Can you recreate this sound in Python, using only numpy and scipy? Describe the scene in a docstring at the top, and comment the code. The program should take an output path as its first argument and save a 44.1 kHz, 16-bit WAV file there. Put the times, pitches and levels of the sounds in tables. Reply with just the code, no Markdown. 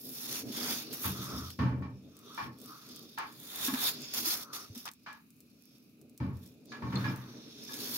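"""A dense, bright scratch swells close by: a thin blade is drawn through foam on a cutting mat.
The foam cells tear one by one while stick-slip friction makes the blade rasp and the sheet flex.
The table hums and bumps under the hands; cells and fingers tick, and a hollow rustle comes and goes.
Knocks, heavy thumps and small pings arrive from elsewhere in the house, blurred by the rooms.
A two-port phone microphone picks it all up over the quiet air of the room."""
import sys
import numpy as np
from scipy import signal
from scipy.fft import rfft, irfft, next_fast_len
from scipy.io import wavfile
from scipy.ndimage import uniform_filter1d, map_coordinates

SR = 44100
rng = np.random.default_rng(int(sys.argv[2]) if len(sys.argv) > 2 else 0)


def unload_wav(signal):
    """Save mono or channel-first audio to the path in sys.argv[1] as 16-bit WAV at rate SR, clipped to [-1, 1]."""
    wavfile.write(
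        sys.argv[1],
        SR,
        np.round(np.clip(np.atleast_2d(signal).T, -1, 1) * 32767).astype(np.int16),
    )


N = 351477
FFT_SIZE, ENVELOPE_STEP = next_fast_len(N), 16  # samples

# Blade strokes: peak_s, scratch_db, rasp_db, rise_20db_s, fall_20db_s, peak_to_lift_s
STROKES = [(0.565, -40, -41, 0.1, 2.3, 0.15), (0.731, -36, -37, 0.18, 0.2, 0.095),
           (0.932, -43, -48, .005, .06, 0.022), (1.06, -39, -42, .12, 0.16, 0.22),
           (1.235, -47, -48, 0.18, 0.45, 0.3), (2.37, -55, -52, 0.3, .3, .1),
           (3.65, -32, -36, 0.22, 0.16, 0.11), (3.835, -31, -34.5, .1, 1, 0.055),
           (3.89, -35, -39, .08, .06, .1), (4.139, -37, -41, 0.006, 0.5, .09),
           (4.19, -38, -40, 0.05, 0.03, 0.04), (4.258, -30, -34, 0.03, .2, .175),
           (4.31, -37, -40, .05, .07, .1), (4.532, -39, -42, .005, 0.8, 0.035),
           (4.61, -45, -46, .05, 0.06, .06), (4.751, -50, -52, .005, 0.3, 0.09),
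           (4.856, -50, -47, .005, .05, .035), (6.467, -59.5, -62.5, 0.17, 0.1, .15),
           (7.025, -62, -55, 0.28, 0.4, 0.11), (7.745, -50, -56.5, 0.07, .5, .2),
           (7.95, -42, -50, 0.3, .5, .2)]
# The blade creeping on slowly: time_s, scratch_db, rasp_db
CREEP = [(0, -54, -55.5), (.35, -35.5, -36.5), (.4, -36.5, -38.5), (.445, -63, -58.5), (.88, -62.5, -49),
         (1.45, -58, -51.5), (1.75, -82, -83), (2.5, -77, -74), (2.65, -56, -56.5), (2.952, -56, -52.5),
         (3.45, -77, -65.5), (4.05, -55, -44.5), (4.46, -64, -64.5), (4.72, -62.5, -58), (5.0, -75, -75),
         (5.13, -72.5, -66), (5.28, -70, -86), (5.75, -68, -66.5), (6.0, -76, -86), (6.64, -74, -79),
         (6.73, -73, -51.5), (6.82, -73, -74), (7.18, -62, -61.5), (7.4, -69, -55), (7.97, -42, -43)]
# Spectrum of the bright foam scratch, with the microphone's notch near 7.7 kHz: frequency_hz, density_db
SCRATCH_SPECTRUM = [(4500, -13), (7000, -2), (7750, -13.5), (8800, -5), (12000, 4), (14000, 1.5),
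                    (16000, 1)]
# Blade resonances: pitch_hz, width_hz, stroke_db, creep_db
BLADE_MODES = [(2660, 820, -13, -12), (3586, 630, -1, -3), (4507, 940, -6.5, -2), (5294, 710, -2.5, -3),
               (5850, 400, -7, -4), (6570, 410, -8.5, -10)]
# Spectrum of the flexing sheet: frequency_hz, density_db
SHEET_SPECTRUM = [(300, -6.5), (550, -3), (1050, 1.5), (1400, 2), (2000, -1), (2500, -1), (3200, -11.5)]
# Table top resonances: pitch_hz, width_hz, level_db
TABLE_MODES = [(135.5, 43, -4), (244.7, 51, 3), (311, 66, -2), (417.5, 101, -6), (565, 264, -15.5)]
# Hum of the table under the moving hands: time_s, level_db
TABLE_HUM = [(0.0, -54.5), (0.55, -43.5), (0.93, -55.5), (1.2, -45), (1.6, -59), (1.75, -49), (2.02, -58),
             (3.55, -57.5), (3.7, -51), (4.77, -57), (4.9, -77.5), (6.15, -62), (6.35, -62.5),
             (6.77, -50.5), (7.01, -49.5), (7.26, -56), (7.97, -50)]
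# Hollow rustles: peak_s, level_db, rise_20db_s, fall_20db_s, peak_to_stop_s
RUSTLES = [(1.33, -46, 0.45, 0.3, 0.16), (2.37, -54, 0.22, .05, 0.013), (2.736, -57, 0.2, 0.4, 0.32),
           (4.55, -51, 0.3, 0.25, 0.11)]
# Resonance of the rustle: pitch_hz, width_hz, level_db
RUSTLE_MODES = [(1237, 300, 0)]
# Ticks of single cells and fingers: start_s, level_db
TICKS = [(0.9288, -31), (1.2426, -32), (1.504, -37), (2.168, -42), (2.1909, -44), (2.3471, -40),
         (2.587, -45), (2.602, -44), (2.616, -42), (2.6599, -38), (2.8898, -41), (2.9612, -36),
         (3.1857, -32), (3.3258, -43), (4.0078, -39), (4.0198, -34), (4.139, -27), (4.327, -27),
         (4.4268, -36), (4.7501, -42), (4.7785, -33), (4.8549, -32), (4.9152, -38), (4.936, -43),
         (5.1292, -44), (5.3053, -47), (5.4051, -43), (6.0147, -47), (6.0965, -50), (6.1774, -39),
         (6.3704, -50), (6.4622, -45), (6.476, -47), (6.6573, -48), (7.1611, -39), (7.7413, -29)]
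# Foam breaking or the knife clicking: start_s, level_db
SNAPS = [(1.504, -41), (4.878, -36), (4.888, -38), (3.683, -33), (3.739, -34), (3.746, -35), (6.956, -37)]
# Soft bumps of the hand on the table: start_s, level_db, pitch_hz
BUMPS = [(0.429, -30.5, 298), (0.499, -23.5, 241), (0.572, -35, 226), (3.681, -18, 267), (3.723, -21, 253),
         (3.733, -12.5, 250.5), (4.268, -28.5, 328), (4.699, -29.5, 104), (4.763, -27, 241)]
# Far knocks on something hard: start_s, level_db, t60_s, wood_ring_db, thin_ring_db
KNOCKS = [(1.042, -38.5, 0.18, -5, -20), (1.589, -39.5, 0.42, 0.5, -16), (1.822, -55, 0.25, 5.5, -29),
          (2.377, -40, 0.27, 2, -7.5), (3.176, -37, 0.26, -2, -10), (3.679, -43, 0.13, -0.5, -3.5),
          (3.736, -43, 0.37, -7.5, -11), (4.854, -44, 0.11, -7.5, -15), (5.062, -44.5, 0.27, -7.5, -4),
          (6.2, -50.5, 0.41, 1.5, -21), (6.718, -46, 0.25, -14, -3), (6.821, -50, 0.45, 4, -29),
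          (6.923, -43.5, 1, -9, -22), (7.042, -42.5, 0.23, -3, 1.5), (7.691, -59, 0.2, 2, 8.5)]
# Wooden and thin resonances of a knock: pitch_hz, width_hz, level_db
WOOD_MODES = [(891, 120, 6), (1100, 57, 9), (1335, 18, -1), (1790, 40, 2.5), (2335, 54, -1.5)]
THIN_MODES = [(1687, 20, 3), (2377, 60, -10)]
# Spectra of a knock's broad body and bright edge: frequency_hz, density_db
BODY_SPECTRUM = [(550, -15.5), (800, -5.5), (1180, 2.5), (2200, -7.5), (3100, -12.5), (4000, -39)]
EDGE_SPECTRUM = [(2500, -30), (3300, 1), (5000, 0.5), (6800, -12.5), (7800, -28)]
# Far thumps through the floor: start_s, level_db, t60_s, deep_share_db
THUMPS = [(1.05, -33, 0.25, -11), (1.189, -43, 1, -14.5), (1.33, -47, 0.4, 7), (1.587, -27.5, 0.77, -9.5),
          (2.4, -46.5, 0.38, -10), (6.202, -33.5, 0.48, -2), (6.826, -35.5, 0.39, -10),
          (6.929, -30, 0.39, -38), (7.051, -34.5, 0.5, -26)]
# Booming and deep resonances of the floor: pitch_hz, width_hz, level_db
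FLOOR_MODES = [(125.8, 26.3, 5.5), (191.6, 16.5, 4), (252, 65, -4.5), (310, 67, -12), (465, 340, -23)]
DEEP_MODES = [(59.6, 58, -28), (83.9, 14.6, 18)]
# Far metallic pings: start_s, level_db, pitch_hz
PINGS = [(6.9566, -35, 4250), (6.9566, -43, 3550), (7.0795, -43, 5200)]
# Spectrum of the room's air: frequency_hz, density_db
ROOM_SPECTRUM = [(18, -51.5), (30, -24.5), (245, 2), (740, -45), (1200, -24.5), (1960, -35), (2480, -17),
                 (3310, -33.5), (3870, -25.5), (8520, -37), (12600, -35), (16000, -42)]


def cutting():
    """Stick-slip friction: the blade grips and slips, so scratch and rasp stutter together."""
    t = np.arange(N) / SR
    creep_s, creep_scratch_db, creep_rasp_db = np.transpose(CREEP)
    _, scratch_db, rasp_db, *_ = np.transpose(STROKES)
    strokes = np.array([swell(s, 0, rise, fall, lift) for s, _, _, rise, fall, lift in STROKES])
    hard, creep = undb(rasp_db) @ strokes, undb(np.interp(t, creep_s, creep_rasp_db))
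    scratch_gain = undb(scratch_db) @ strokes + undb(np.interp(t, creep_s, creep_scratch_db))
    slip_db = .7 * walk(45) + 1.4 * walk(200)
    return foam_scratch(scratch_gain, slip_db) + blade_rasp(hard, creep, slip_db) + sheet(hard, creep)


def foam_scratch(gain, slip_db):
    """Countless tiny fractures merge into noise whose dull and bright bands waver independently."""
    cells = shape(pair(0.04, tearing(scatter_db=3.2)), SCRATCH_SPECTRUM)
    dull = butterworth(cells, 11500, "low")
    scratch = dull * undb(0.58 * walk(5.2)) + (cells - dull) * undb(2 * walk(4.47))
    return scratch * gain * undb(slip_db + np.array([[-.6], [.6]]))


def blade_rasp(hard, creep, slip_db):
    """Tearing excites the blade's resonances; each wavers and slides as the cut moves along the edge."""
    cells = pair(0.25, tearing(scatter_db=2.5))
    rasp = 0
    for hz, width, hard_db, creep_db in BLADE_MODES:
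        waver = undb(2 * walk(4) + 1.8 * walk(40) - 34)
        drive = hard * undb(hard_db) + creep * undb(creep_db)
        mode = drift(ring(cells, [(hz, width, 0)]), share=.025, rate_hz=5)
        rasp += waver * drive * np.sqrt(width) * mode
    return rasp * undb(0.8 * slip_db + np.array([[-.7], [.7]]))


def sheet(hard, creep):
    """The flexing sheet radiates mid-range noise, mostly under hard strokes."""
    flex = pair(.5, tearing(scatter_db=2.4)) * undb(1.6 * walk(12))
    return shape(flex, SHEET_SPECTRUM) * undb(-4) * (hard + 0.5 * creep) ** 1.08


def table_hum():
    """Forced vibration: the moving hands drive the low modes of the table top."""
    level_db = np.interp(np.arange(N) / SR, *np.transpose(TABLE_HUM))
    return ring(pair(0.89, hiss), TABLE_MODES) * undb(level_db + 3.26 * walk(20))


def rustle():
    """Noise through one resonance gives a hollow rustle in short swells."""
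    envelope = uniform_filter1d(sum(swell(*row) for row in RUSTLES), 900)
    return envelope * undb(2 * walk(25.23)) * ring(pair(0.84, hiss), RUSTLE_MODES)


def ticks(strays_per_s=14, tail_s=.008):
    """Cells and fingers give bright impulses with a short scattered tail; faint ones fall at random."""
    impulses = np.zeros((2, N))
    for (s, db), (pan, sign) in zip(TICKS, rng.standard_normal((len(TICKS), 2))):
        impulses[:, int(s * SR)] = np.sign(sign) * undb(db + 1.5 * pan * np.array([1, -1]))
    impulses += (rng.random(N) < strays_per_s / SR) * undb(-63 + 3 * hiss())
    t = np.arange(2000) / SR
    response = undb(-12) * np.exp(-t / tail_s) * rng.standard_normal((2, len(t)))
    response[:, 0] = 3.6  # the direct impulse
    return butterworth(signal.fftconvolve(impulses, response, axes=1)[:, :N], 4500, "high")


def snaps(decay_s=.003):
    """Breaking foam and knife clicks are transients: mid-range noise with an exponential decay."""
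    t = np.arange(N) / SR
    envelope = sum(undb(db) * np.exp(-np.abs(t - s) / decay_s) * (t > s) for s, db in SNAPS)
    return envelope * unit(butterworth(pair(0.13, hiss), (1200, 5200), "band"))


def hand_bumps():
    """A soft impact rocks the table top in one heavily damped mode."""
    return damped_sines(BUMPS, rise_s=0.0096, t60_s=0.07)


def far_knocks(hold_s=0.02, edge_t60_share=0.82):
    """Hard impacts ring narrow modes over a broad body whose bright edge decays first."""
    wood, thin = ring(pair(0.13, hiss), WOOD_MODES), ring(pair(0.28, hiss), THIN_MODES)
    body = shape(pair(0.27, hiss), BODY_SPECTRUM) * undb(-2)
    edge = shape(pair(0.11, hiss), EDGE_SPECTRUM) * undb(-13.5)
    out = 0
    for s, db, t60, wood_db, thin_db in KNOCKS:
        timbre = body + undb(wood_db) * wood + undb(thin_db) * thin
        out += timbre * far_impact(s, db, hold_s, t60, rise_s=0.00056)
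        out += edge * far_impact(s, db, hold_s, t60 * edge_t60_share, rise_s=0.0005)
    return out


def far_thumps():
    """Structure-borne sound: heavy blows boom in the low modes of the floor."""
    boom, deep = ring(pair(0.95, hiss), FLOOR_MODES), ring(pair(1, hiss), DEEP_MODES)
    return sum(far_impact(s, db, hold_s=0.027, t60_s=t60, rise_s=0.0038) * (boom + undb(deep_db) * deep)
               for s, db, t60, deep_db in THUMPS)


def far_pings():
    """Small metal parts vibrate freely; interfering echoes roughen the tone at each port."""
    roughness = .5 + np.array([walk(450), walk(450)])
    return damped_sines(PINGS, rise_s=0.00065, t60_s=0.11) * roughness


def room_air(level_db=-63.5):
    """Ambient noise is coherent at long wavelengths, so both ports hear the same bass."""
    same, apart = hiss(), np.array([hiss(), hiss()])
    air = butterworth(same - apart, 500, "low", order=1) + apart
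    return undb(level_db) * shape(air, ROOM_SPECTRUM)


def tearing(scatter_db):
    """A maker of heavy-tailed fracture noise: a few cells give way much harder than the rest."""
    return lambda: hiss() * undb(scatter_db * rng.exponential(size=N))


def swell(peak_s, db, rise_s, fall_s, lift_s, stop_s=0.034):
    """Exponential growth and decay, cut short lift_s after the peak; slopes are times per 20 dB."""
    age = np.arange(0, N, ENVELOPE_STEP) / SR - peak_s
    drop = np.maximum(-age / rise_s, age / fall_s) + np.maximum(age - lift_s, 0) / stop_s
    return np.repeat(undb(db - 20 * drop), ENVELOPE_STEP)[:N]


def far_impact(start_s, db, hold_s, t60_s, rise_s):
    """Envelope: a quick rise, a short hold, a tail cut ever faster by the phone's noise suppression."""
    age = np.maximum(np.arange(0, N, ENVELOPE_STEP) / SR - start_s, 0)
    fade = (np.maximum(age - hold_s, 0) / t60_s) ** 1.3
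    return np.repeat(undb(db - 60 * fade) * (1 - np.exp(-age / rise_s)), ENVELOPE_STEP)[:N]


def damped_sines(events, rise_s, t60_s):
    """Damped oscillation: each blow sets one mode swinging until it dies away."""
    out, t = np.zeros(N), np.arange(8000) / SR
    attack = 1 - np.exp(-t / rise_s)
    for s, db, hz in events:
        i = int(s * SR)
        out[i:i + len(t)] += undb(db - 60 * t / t60_s) * attack * np.sin(2 * np.pi * hz * t)
    return out


def drift(x, share, rate_hz):
    """Frequency modulation: a wandering read speed slides the pitch by a share of itself."""
    place = np.cumsum(1 + share * walk(rate_hz))
    return np.array([map_coordinates(channel, [place], mode="mirror") for channel in x])


def ring(x, modes):
    """Resonance: filter by steep peaks that add in power, and scale to rms 1."""
    f = np.fft.rfftfreq(FFT_SIZE, 1 / SR)
    power = sum(undb(db) ** 2 / (1 + (2 * (f - hz) / width) ** 2) ** 2 for hz, width, db in modes)
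    return unit(irfft(rfft(x, FFT_SIZE) * np.sqrt(power), FFT_SIZE)[..., :N])


def shape(x, spectrum):
    """Spectral envelope: filter by a curve drawn over log frequency, and scale to rms 1."""
    hz, db = np.transpose(spectrum)
    f = np.maximum(np.fft.rfftfreq(FFT_SIZE, 1 / SR), 1)
    gain = undb(np.interp(np.log(f), np.log(hz), db))
    return unit(irfft(rfft(x, FFT_SIZE) * gain, FFT_SIZE)[..., :N])


def butterworth(x, hz, kind, order=2):
    """Filter with a maximally flat passband."""
    return signal.sosfilt(signal.butter(order, hz, kind, fs=SR, output="sos"), x)


def pair(shared_power, make, lag_samples=5):
    """Partial coherence: two ports hear a shared part, the left one late, and a part of their own."""
    shared, own = make(), np.array([make(), make()])
    both = np.array([np.roll(shared, lag_samples), shared])
    return np.sqrt(shared_power) * both + np.sqrt(1 - shared_power) * own


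def walk(rate_hz):
    """Random modulation: levels held 1 / rate_hz seconds and smoothed twice; spread near 1."""
    hold = int(SR / rate_hz)
    steps = np.repeat(rng.standard_normal(N // hold + 1), hold)
    return 1.4 * uniform_filter1d(uniform_filter1d(steps, hold), hold)[:N]


def hiss():
    """White noise: equal power per hertz."""
    return rng.standard_normal(N)


def unit(x):
    """Normalise to rms 1."""
    return x / np.sqrt(np.mean(x ** 2))


def undb(db):
    """Decibels to amplitude ratio."""
    return 10 ** (np.asarray(db) / 20)


def scene():
    """Superposition: near and far sources add at the table."""
    near = cutting() + table_hum() + rustle() + ticks() + snaps() + hand_bumps()
    return near + far_knocks() + far_thumps() + far_pings() + room_air()


def record(dry):
    """Band limiting: the phone thins the deepest bass and cuts the top steeply."""
    bass_hz, top_hz = 55, 15750
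    thinned = butterworth(dry, bass_hz, "high")
    return signal.sosfilt(signal.ellip(10, .2, 60, top_hz, fs=SR, output="sos"), thinned)


dry = scene()
out = record(dry)
unload_wav(out)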